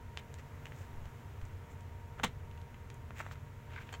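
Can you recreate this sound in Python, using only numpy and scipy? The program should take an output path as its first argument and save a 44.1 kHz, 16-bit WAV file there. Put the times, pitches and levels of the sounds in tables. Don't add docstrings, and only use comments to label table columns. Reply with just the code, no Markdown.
import sys
import numpy as np
from scipy import signal
from scipy.fft import rfft, irfft
from scipy.io import wavfile

SR = 44100
rng = np.random.default_rng(int(sys.argv[2]) if len(sys.argv) > 2 else 0)


def dump_mix(stems):
    frames = np.atleast_2d(stems).T
    limited = np.clip(frames, -1, 1)
    pcm = np.round(limited * 32767).astype(np.int16)
    wavfile.write(sys.argv[1], SR, pcm)


N = 176400
PIVOT_HZ = 2000
# frequency in Hz, relative level in dB.
CONTACT_SPECTRUM = [(150, -10), (600, -0.5), (1500, 3.5), (2500, 3), (4800, -12.5), (7300, -6.5),
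                    (10000, -24.5), (16000, -15)]


def amp(db):
    return 10 ** (np.asarray(db) / 20)


def unit(x):
    return x / np.sqrt(np.mean(x ** 2) + 1e-20)


def read(points, hz):
    f, value = np.transpose(points)
    return np.interp(np.log(hz + 1), np.log(f + 1), value)


def add(mix, start, sound):
    part = mix[max(round(start * SR), 0):][:len(sound)]
    part += sound[:len(part)]


def fade(t, t60):
    return np.exp(-np.log(1000) * t / t60)


def bell(offset, width):
    return np.exp(-(offset / width) ** 2 / 2)


def colour(x, points, tilt=0):
    size = 4096
    hz = abs(np.fft.fftfreq(size, 1 / SR))
    gain = unit(amp(read(points, hz) + tilt * np.log2(np.maximum(hz, 1400) / PIVOT_HZ)))
    log_response = signal.hilbert(np.log(gain + 1e-6)).conj()
    taps = np.fft.ifft(np.exp(log_response)).real
    return signal.fftconvolve(x, taps[:size // 2])[:len(x)]


def resonant(points, centre_hz, low_cut, peak_db=5.5):
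    hz = np.geomspace(50, SR / 2, 120)
    octaves = np.log2(hz / centre_hz)
    peak = peak_db * bell(octaves, width=0.44)
    return np.c_[hz, read(points, hz) + peak + low_cut * np.minimum(octaves, 0)]


def drift(rate_hz):
    hz = np.fft.rfftfreq(N, 1 / SR)
    return unit(irfft(rfft(rng.standard_normal(N)) / (1 + (hz / rate_hz) ** 4), N))


def burst(decay_s):
    t = np.arange(SR // 4) / SR
    x = rng.standard_normal(len(t)) * fade(t, decay_s)
    for _ in range(2):
        whitened = irfft(np.exp(1j * np.angle(rfft(x))), len(t))
        x = whitened * fade(t, 2 * decay_s)
    return x / np.linalg.norm(x)


def wavering(hz, rate_hz=2.71, depth_db=2, deviation_hz=1.525):
    strength = amp(depth_db * drift(rate_hz))
    pitch = hz + deviation_hz * drift(rate_hz)
    return unit(strength * np.sin(2 * np.pi * np.cumsum(pitch) / SR))


def outdoors(split_hz=250):
    # frequency in Hz, relative spectral density in dB.
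    spectrum = [(12, -53), (20, -7), (49, -9.5), (88, -0.5), (145, -10.5), (167, -16), (221, -17),
                (355, -24.5), (456, -21), (554, -26), (603, -27), (843, -26), (916, -23), (1080, -26.5),
                (2000, -29), (4760, -46), (7030, -43), (9040, -51), (15800, -47)]
    # time in seconds, gain above the bass in dB.
    swell = [(0, -.5), (.8, 2), (1.4, 0.94), (2, -.5), (2.8, -0.5), (3.5, -0.5), (4, 1)]
    # middle in seconds, width in seconds, level in dB.
    puffs = [(0.03, .05, -52), (1.007, 0.069, -45), (1.44, 0.0079, -36), (1.52, 0.054, -53),
             (2.307, 0.14, -56)]
    t, hz = np.arange(N) / SR, np.fft.rfftfreq(N, 1 / SR)
    air = unit(irfft(rfft(rng.standard_normal(N)) * amp(read(spectrum, hz)), N))
    bass = irfft(rfft(air) * (hz < split_hz), N)
    hiss = (air - bass) * amp(np.interp(t, *np.transpose(swell)))
    wind = drift(rate_hz=60) * sum(amp(db) * bell(t - middle, width) for middle, width, db in puffs)
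    return amp(-50.5) * (bass + hiss) + wind


def engine(fan_hz=936):
    # frequency in Hz, level in dB.
    hum_lines = [(70, -63.5), (82, -59.5), (94, -55), (123, -60.5), (140, -61), (233, -69.5),
                 (398.4, -71.5), (467, -68.5), (598, -72.5), (699, -75.5), (907, -74.5), (945, -74.5),
                 (1005, -81.5)]
    # time in seconds, level in dB.
    whine_levels = [(0, -65), (.8, -69), (1.7, -72.5), (1.9, -62), (2.15, -68), (3.2, -68.5), (4, -64.5)]
    hum = sum(amp(db) * wavering(hz) for hz, db in hum_lines)
    whine_db = np.interp(np.arange(N) / SR, *np.transpose(whine_levels))
    return hum + amp(whine_db) * wavering(fan_hz)


def scuffs(grains_per_s=3200):
    # middle in seconds, width in seconds, level in dB, tilt in dB per octave, resonance in Hz.
    rubs = [(0.194, 0.0044, -53, 0, 3200), (0.394, 0.0092, -56.5, -1.5, 5500), (0.798, 0.04, -65, 4, 6100),
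            (0.706, 0.061, -72, 8, 2180), (1.72, 0.016, -67, 6, 7060), (2.193, 0.0085, -53, -3.5, 1200),
            (3.194, 0.023, -50.5, 1, 1940), (3.265, 0.027, -58, -0.5, 1400), (3.325, 0.011, -56.5, 2, 4560),
            (3.751, 0.035, -54.5, -4, 3300), (3.821, 0.015, -57, -1, 3020), (3.886, 0.022, -62, -1, 3400),
            (3.930, 0.0034, -50.5, 2.5, 7200), (3.948, 0.019, -58, -1.5, 4500)]
    t, out = np.arange(N) / SR, np.zeros(N)
    for middle, width, db, tilt, hz in rubs:
        grains = rng.standard_normal(N) * (rng.random(N) < grains_per_s / SR)
        grains *= amp(-0.5 * np.minimum(rng.exponential(1, N), 3))
        spectrum = resonant(CONTACT_SPECTRUM, hz, low_cut=-0.5)
        out += amp(db) * colour(unit(grains) * bell(t - middle, width), spectrum, tilt)
    return out


def scrape(catches_per_s=1100, spread_db=4, release_s=.001):
    # start in seconds, length in seconds, level in dB.
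    slips = [(3.7605, 0.0028, -41.5), (3.7745, 0.016, -47), (3.806, 0.011, -55)]
    # frequency in Hz, bandwidth in Hz, relative level in dB.
    panel_modes = [(1150, 270, 0), (1600, 260, 4.5), (2190, 380, 4), (3200, 1200, -16)]
    t, out = np.arange(SR // 8) / SR, np.zeros(N)
    for start, length, db in slips:
        travel = np.cumsum(rng.exponential(1, len(t)) ** 2 / 2) * catches_per_s / SR
        catches = np.diff(np.floor(travel), prepend=-1)
        catches *= amp(spread_db * rng.uniform(-0.9, 1, len(t))) * rng.choice([-1, 1], len(t))
        catches *= np.clip((length - t) / release_s, 0, 1)
        ring = np.zeros(len(t))
        for hz, width, level in panel_modes:
            band = signal.butter(2, [hz - width / 2, hz + width / 2], "band", fs=SR)
            ring += amp(level) * signal.lfilter(*band, catches)
        add(out, start, amp(db) * np.sqrt(length * SR) * ring / np.linalg.norm(ring))
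    return out


def rattle():
    # start in seconds, gain in dB.
    bounces = [(3.927, -2.5), (3.9315, -10), (3.9392, 3), (3.948, -2), (3.953, -8)]
    # frequency in Hz, level in dB, T60 in seconds.
    fitting_modes = [(750, -51, .04), (930, -51, .03), (1640, -50, .035), (3130, -48.5, .04),
                     (4390, -56, .05), (6650, -62, .04), (6990, -60, .04), (7600, -62, .04)]
    t, out = np.arange(SR // 4) / SR, np.zeros(N)
    for start, db in bounces:
        ring = sum(amp(level) * fade(t, t60) * np.sin(2 * np.pi * (hz * t + rng.random()))
                   for hz, level, t60 in fitting_modes)
        knock = amp(-25.5) * colour(burst(decay_s=.022), CONTACT_SPECTRUM, tilt=-3)
        add(out, start, amp(db) * (ring + knock))
    return out


def clicks():
    # start in seconds, level in dB, tilt in dB per octave, resonance in Hz,
    # ring relative to the tick in dB, cut below the resonance in dB per octave.
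    taps = [(0.1735, -16.5, -1, 3230, -8, 3.5), (.3415, -28, 6, 1600, -6, -1.5),
            (0.656, -27.5, 0, 2340, 0, 6), (0.668, -34.5, 1.5, 1900, 7, -3), (0.7208, -37, -6, 2000, 7, 5),
            (1.055, -36.5, 3, 1700, 5, -2.5), (1.415, -36, 1, 2500, -1, -1), (1.452, -44.5, 4, 7200, 5, 7),
            (1.808, -41, 11, 3000, -4, 1), (2.1984, -25, -8, 1200, 2, 6), (2.513, -35.5, -1, 3000, -9, 8),
            (2.5762, -37, -1, 3020, -1, 7), (2.616, -41, 6, 3500, -8, 7), (2.744, -37.5, 0, 2600, 3, -1),
            (2.902, -28.5, 3, 2000, -3.5, -1.5), (2.943, -40.5, 19, 14000, -1, -6),
            (3.1072, -26.5, -5, 1550, -8, -0.5), (3.2028, -20, -10, 1870, 1.5, 2),
            (3.2073, -22, -9, 940, 3, 2), (3.2643, -25, -5.5, 1390, -1, 0),
            (3.3122, -26.5, -4, 1380, -3, 4), (3.356, -30.5, -6, 2040, -1, 1),
            (3.891, -29, -7, 2570, -1, 4.5)]
    # frequency in Hz, relative level in dB.
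    trim_spectrum = [(150, 1.5), (600, 7), (1500, 3.5), (2800, 3), (4800, -9.5), (7200, -9.5),
                     (10000, -23.5), (16000, -47)]
    out = np.zeros(N)
    for start, db, tilt, hz, ring_db, low_cut in taps:
        tick = burst(decay_s=.0026) + amp(ring_db) * burst(decay_s=.036)
        add(out, start, amp(db) * colour(tick, resonant(trim_spectrum, hz, low_cut), tilt))
    return out


def cabin(x, build_up_s=.0084, gain_db=-12.5):
    # frequency in Hz, T60 in seconds.
    reverb_times = [(150, 0.35), (500, 0.11), (900, .07), (1800, 0.13), (7000, 0.1), (15000, 0.06)]
    hz, t, noise = signal.stft(rng.standard_normal(SR // 2), SR, nperseg=256)
    tail = signal.istft(noise * fade(t, read(reverb_times, hz)[:, None]), SR)[1]
    tail *= np.minimum(np.arange(len(tail)) / SR / build_up_s, 1) ** 2
    return amp(gain_db) * signal.fftconvolve(x, tail / np.linalg.norm(tail))[:N]


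def backrest(rise_s=.008):
    # start in seconds, frequency in Hz, level in dB, T60 in seconds.
    thumps = [(2.190, 140, -44, .1), (2.2320, 228, -36.5, .11), (2.2410, 108, -36, .09),
              (2.2440, 180, -35.5, .11), (2.367, 85, -35, .03)]
    t, out = np.arange(SR // 2) / SR, np.zeros(N)
    for start, hz, db, t60 in thumps:
        envelope = np.minimum(t / rise_s, 1) * fade(np.maximum(t - rise_s, 0), t60)
        add(out, start, amp(db) * envelope * np.sin(2 * np.pi * hz * t))
    return out


def latch(crack_db=-7.3):
    # start in seconds, gain in dB, tilt in dB per octave.
    blows = [(2.1925, -25, -5), (2.1983, -19, -6), (2.2337, -5, 0), (2.2367, 0, -.5), (2.2396, -.5, 0),
             (2.2420, 0, 0), (2.2455, -4, 1.5), (2.2515, -14, -2), (2.2555, -16, -3), (2.2780, -26, 1)]
    # frequency in Hz, relative level in dB.
    crack_spectrum = [(150, -26), (330, -6), (520, -10), (780, -1), (1080, 0), (1600, -5), (1850, -4.5),
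                      (2750, -5), (3550, -8), (4200, -12), (5000, -19), (7200, -15), (8800, -21),
                      (9800, -27), (14000, -32), (15600, -25)]
    # frequency in Hz, level in dB, T60 in seconds.
    frame_modes = [(420, -48.5, .13), (500, -44.5, .11), (590, -45, .045), (810, -38, .022),
                   (1003, -34, .028), (1153, -38, .04), (1314, -45, .07), (1560, -49, .08),
                   (1888, -42, .06), (2060, -47, .06), (2268, -45, .05), (2538, -48, .045),
                   (2760, -44, .035), (3046, -45, .04), (3226, -47, .04), (3440, -46, .035),
                   (3654, -46, .035)]
    catch_modes = [(4120, -50, .03), (5470, -60, .05), (6460, -61, .045), (6990, -58, .035),
                   (7480, -56, .035), (8285, -56, .04), (8890, -59, .035)]
    t, out = np.arange(SR // 2) / SR, np.zeros(N)
    for start, db, tilt in blows:
        add(out, start, amp(db + crack_db) * colour(burst(decay_s=.034), crack_spectrum, tilt))
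    first_touch = blows[0][0]
    for hz, level, t60 in frame_modes + catch_modes:
        energy = np.zeros(len(t))
        for start, db, tilt in blows:
            strength = amp(db + tilt * np.log2(hz / PIVOT_HZ))
            add(energy, start - first_touch, (strength * fade(t, t60)) ** 2)
        tone = np.sin(2 * np.pi * (hz * t + rng.random()))
        add(out, first_touch, amp(level) * np.sqrt(energy) * tone)
    return out


def scene():
    hard = latch() + clicks()
    return (hard + cabin(hard) + backrest() + scuffs() + scrape() + rattle() + outdoors() + engine())[None]


def record(dry, cutoff_hz=15900):
    taps = signal.firwin(511, cutoff_hz, window=("kaiser", 9), fs=SR)
    return signal.oaconvolve(dry, taps[None], "same")


dry = scene()
out = record(dry)
dump_mix(out)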